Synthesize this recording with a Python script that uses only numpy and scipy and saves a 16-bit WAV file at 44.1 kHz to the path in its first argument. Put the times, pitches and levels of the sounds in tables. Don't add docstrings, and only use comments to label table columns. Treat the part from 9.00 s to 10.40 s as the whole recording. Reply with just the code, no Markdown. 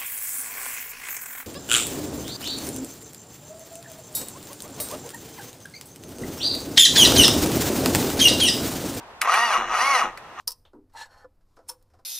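import sys
import numpy as np
from scipy import signal
from scipy.fft import rfft, irfft
from scipy.io import wavfile
from scipy.ndimage import uniform_filter1d

SR = 44100
rng = np.random.default_rng(int(sys.argv[2]) if len(sys.argv) > 2 else 0)


def to_wav(sig):
    pcm = np.clip(np.atleast_2d(sig), -1, 1) * 32767
    pcm = np.round(pcm).astype(np.int16)
    wavfile.write(sys.argv[1], SR, pcm.T)


def undo_db(level):
    steps = np.asarray(level, float) / 20
    return 10 ** steps


N = 61739
TIME = np.arange(N) / SR
SIZE = 2 ** 17
HZ = np.arange(SIZE // 2 + 1) * SR / SIZE

# frequency in Hz, level difference in dB.
LEAN = [(60, 0), (300, .2), (700, .6), (1290, 1.5), (2380, -1.3), (4400, 2.5), (8120, 5), (15000, 9)]


def rms_one(x):
    return x / np.sqrt(np.mean(x ** 2) + 1e-20)


def in_time(rows):
    return np.interp(TIME, *np.transpose(rows))


def at_hz(points, hz):
    f, v = np.transpose(points)
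    return np.interp(np.log(hz + 1), np.log(f + 1), v)


def colour(x, db):
    cepstrum = irfft(db * np.log(10) / 20)
    cepstrum[1:SIZE // 2] *= 2
    cepstrum[SIZE // 2 + 1:] = 0
    return irfft(rfft(x, SIZE) * np.exp(rfft(cepstrum)))[..., :N]


def drift(rate_hz):
    r = np.exp(-2 * np.pi * rate_hz / SR)
    return rms_one(signal.lfilter([1], [1, -2 * r, r * r], rng.standard_normal(N + SR))[SR:])


def pulses(phase, jitter, spread_db):
    count = int(phase[-1])
    late, loud = rng.standard_normal((2, count))
    at = np.interp(np.arange(count) + .5 + jitter * late, phase, np.arange(N - 0.))
    strength = undo_db(spread_db * loud)
    out, i = np.zeros(N + 1), at.astype(int)
    np.add.at(out, i, strength * (1 - at + i))
    np.add.at(out, i + 1, strength * (at - i))
    return out[:N]


def tooth_blows(phase, speed):
    clicks = pulses(phase, jitter=.02, spread_db=1.7)
    band = signal.butter(2, [500, 2000], "band", fs=SR)
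    return signal.lfilter(*band, clicks) * np.sqrt(SR / speed)


def armature_whine(phase, brisk):
    whine_orders = (4, 8, 12, 16, 20, 24, 32, 36, 40, 1)
    whine_levels_db = [-4, 2, -2, 0, -2, -3, -6, -4, -5, -3]
    flutter_db, flutter_hz, fade_order = 3.5, 52, 9
    whine = 0
    for order, db in zip(whine_orders, whine_levels_db):
        level = brisk ** (order / fade_order) * undo_db(db + flutter_db * drift(flutter_hz))
        whine = whine + level * np.sin(2 * np.pi * (order * phase + rng.random()))
    return whine


def gear_grit(phase):
    depth = .35
    hiss = signal.lfilter(*signal.butter(1, 450, "high", fs=SR), rng.standard_normal(N))
    since_blow = (phase + .5) % 1
    return hiss * (1 - depth + 2 * depth * np.exp(-3 * since_blow))


def backlash():
    # slap time in seconds, change in force in dB.
    gear_slaps = [(0.252, 11), (0.273, 4.5), (0.285, 4.5), (0.295, 4), (0.318, 6.5), (0.341, 3),
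                  (0.366, -2), (.74, -0.5), (0.769, -0.5), (0.856, 2.5), (1.034, 4.5), (1.047, 0),
                  (1.063, -10)]
    decay_s = 0.0059
    lift_db = sum(db * (TIME >= s) * np.exp(-np.abs(TIME - s) / decay_s) for s, db in gear_slaps)
    return undo_db(lift_db)


def casing(force, brisk):
    # low edge in Hz, high edge in Hz, loss when crawling in dB.
    crawl_dulling = [(157, 1690, 1.2), (1702, 2870, 7.5), (3888, 6560, 14), (8100, 12000, 21.5)]
    # frequency in Hz, level per Hz in dB.
    casing_colour = [(88, -124), (150, -35), (226, -30.5), (354, -20), (854, -15), (1140, -5.5),
                     (3550, -14), (6020, -14.5), (16000, -31.5)]
    # centre in Hz, width in Hz, height over the broad colour in dB.
    casing_rings = [(236.3, 26, 15), (504, 13.3, 9), (725, 160, 8.5), (935, 290, 3.5), (1236, 133, 6),
                    (1866, 170, 13), (2146, 194, 2.5), (2868, 20.5, 12), (3056, 110, -8), (4078, 210, 7.5),
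                    (4650, 200, 10), (5585, 57, 6), (6030, 230, 10), (9970, 2460, 11.5)]
    wobble_db = 1.3
    wobble, out = drift(35), 0
    for low, high, db in crawl_dulling:
        gain = undo_db(-db * (1.5 - brisk) + wobble_db * (0.27 * wobble + .5 * drift(43)))
        band = signal.butter(2, [low, high], "band", fs=SR, output="sos")
        out = out + signal.sosfilt(band, force * gain)
    shape = at_hz(casing_colour, HZ)
    for hz, width_hz, db in casing_rings:
        shape = shape + db / (1 + ((HZ - hz) / (width_hz / 2)) ** 2)
    shape = shape - 80 * np.log10(1 + (120 / (HZ + 1)) ** 2)
    return colour(out, shape - 10 * np.log10(np.mean(undo_db(2 * shape))))


def starter():
    # time in seconds, teeth per second.
    tooth_speed = [(.22, 73), (.26, 111.4), (.3, 161), (.33, 180), (.37, 222), (.44, 242), (.485, 223),
                   (.525, 201), (.57, 125), (.65, 83.3), (.71, 115), (.76, 169.5), (.82, 254), (.86, 274),
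                   (.905, 282), (.945, 263), (.985, 225), (1.05, 93.5)]
    # time in seconds, level in dB.
    tooth_load = [(.218, -24), (.245, -26.5), (.27, -26.5), (.36, -21.5), (.49, -26.5), (.55, -21.5),
                  (.6, -23.5), (.66, -29), (.715, -25.5), (.75, -23.5), (.8, -24), (.92, -23), (.96, -21.5),
                  (1.068, -26), (1.082, -32.5), (1.13, -46), (1.33, -48), (1.4, -31)]
    engage_s, stop_s, inertia_s = .214, 1.2, .03
    tooth_db, whine_db, grit_db, crawl_grit_db = 2, -7, 3.5, 1
    speed = uniform_filter1d(in_time(tooth_speed), size=int(inertia_s * SR))
    phase = np.cumsum(speed) / SR
    brisk = 1 - np.exp(-(speed / 137.2) ** 3.23)

    teeth = undo_db(tooth_db) * 2 * np.sqrt(brisk) * tooth_blows(phase, speed)
    whine = undo_db(whine_db) * armature_whine(phase, brisk)
    grit = undo_db(grit_db + crawl_grit_db * (2.5 - brisk)) * gear_grit(phase)
    force = (teeth + whine) * (TIME < stop_s) + grit
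    force = force * backlash() * undo_db(in_time(tooth_load)) * (TIME > engage_s)
    return casing(force, brisk)


def knocks():
    # time in seconds, peak in dB, decay by 60 dB in seconds, brightness above 4 kHz in dB.
    metal_knocks = [
        (0.2123, -30.5, 0.034, 5),
        (0.2157, -8.5, 0.021, 6.5),
        (.229, -37, .02, -6),
        (.34, -18.5, 0.041, 5),
        (1.1741, -35, 0.048, 6),
        (1.182, -54, 0.041, 11),
    ]
    # frequency in Hz, level in dB.
    clack_colour = [(150, -55), (600, -29), (1200, 0.5), (2200, 10), (4000, 3), (6500, -14), (11000, -15.5),
                    (16000, -30)]
    top_decay_share = 0.61
    low, high = np.zeros(N), np.zeros(N)
    noise = rng.standard_normal(N)
    for s, db, t60, bright_db in metal_knocks:
        fall_db = 60 * np.maximum(TIME - s, 0) / t60
        burst = noise * (TIME >= s)
        low = low + burst * undo_db(db - fall_db)
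        high = high + burst * undo_db(db + bright_db - fall_db / top_decay_share)
    low = signal.sosfilt(signal.butter(2, 4000, "low", fs=SR, output="sos"), low)
    high = signal.sosfilt(signal.butter(2, 4000, "high", fs=SR, output="sos"), high)
    return colour(low + high, at_hz(clack_colour, HZ) + 6)


def rocking():
    # time in seconds, level in dB.
    block_rocks = [
        (.59, -48),
        (0.681, -52),
        (1.049, -47),
    ]
    # frequency in Hz, level in dB, decay by 60 dB in seconds.
    frame_modes = [(29.6, -3.5, 0.48), (129.5, -11, 0.16), (229, 1, 0.16), (350, 2.5, 0.11),
                   (490, 3.5, 0.084), (838, 5, 0.18)]
    rise_s, out = .03, 0
    shove = sum(undo_db(db) * np.exp(-.5 * ((TIME - s) / rise_s) ** 2) for s, db in block_rocks)
    for hz, db, t60 in frame_modes:
        r, w = undo_db(-60 / (t60 * SR)), 2 * np.pi * hz / SR
        push = shove * rng.standard_normal(N)
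        ring = signal.lfilter([np.sin(w) * np.sqrt(1 - r) * 2], [1, -2 * r * np.cos(w), r * r], push)
        out = out + undo_db(db) * ring
    return out


def yard():
    # frequency in Hz, level per Hz in dB.
    yard_colour = [(15, -29), (25, -5.5), (59, -11), (285, -11), (936, -2.5), (1940, -12.5), (2410, -16.5),
                   (2610, -15), (16000, -42.5)]
    # frequency in Hz, likeness of the two sides from -1 to 1.
    yard_alike = [(60, 0.85), (240, 0.93), (950, 0.83), (3770, -0.38), (15000, -0.05)]
    alike = np.clip(at_hz(yard_alike, HZ), -.95, .95)

    def air(sign):
        noise = rng.standard_normal(N) * undo_db(drift(6))
        return colour(noise, at_hz(yard_colour, HZ) + 10 * np.log10(1 + sign * alike))

    mid, side = air(1), air(-1)
    return undo_db(-45) * rms_one(np.array([mid + side, mid - side]))


def scattered_echo(side):
    # frequency in Hz, echo level in dB.
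    scatter_colour = [(100, -21), (600, -15), (2000, -10), (8000, -6), (15000, 0)]
    t60, length = .12, SR // 4
    tail = rng.standard_normal((2, length)) * undo_db(-60 * np.arange(length) / SR / t60)
    tail = tail / np.sqrt(np.sum(tail[0] ** 2))
    return rfft(tail, SIZE) * undo_db(at_hz(scatter_colour, HZ) + side * at_hz(LEAN, HZ))


def scene():
    # frequency in Hz, lead in radians.
    port_lead = [(20, 0), (2240, .1), (3270, .9), (5500, .95), (7150, 1.3), (10900, 2.0), (13600, .8),
                 (16100, .5)]
    tractor = rfft(starter() + knocks() + rocking(), SIZE)
    side = np.array([[.5], [-.5]])
    direct = undo_db(side * at_hz(LEAN, HZ)) * np.exp(1j * side * at_hz(port_lead, HZ))
    return irfft(tractor * (direct + scattered_echo(side)))[:, :N] + yard()


def top_cut(x):
    return signal.sosfilt(signal.butter(12, 16530, fs=SR, output="sos"), x)


def record(dry):
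    low_pass = signal.cheby2(12, 60, 16300, fs=SR, output="sos")
    return top_cut(signal.sosfilt(low_pass, dry))


dry = scene()
out = record(dry)
to_wav(out)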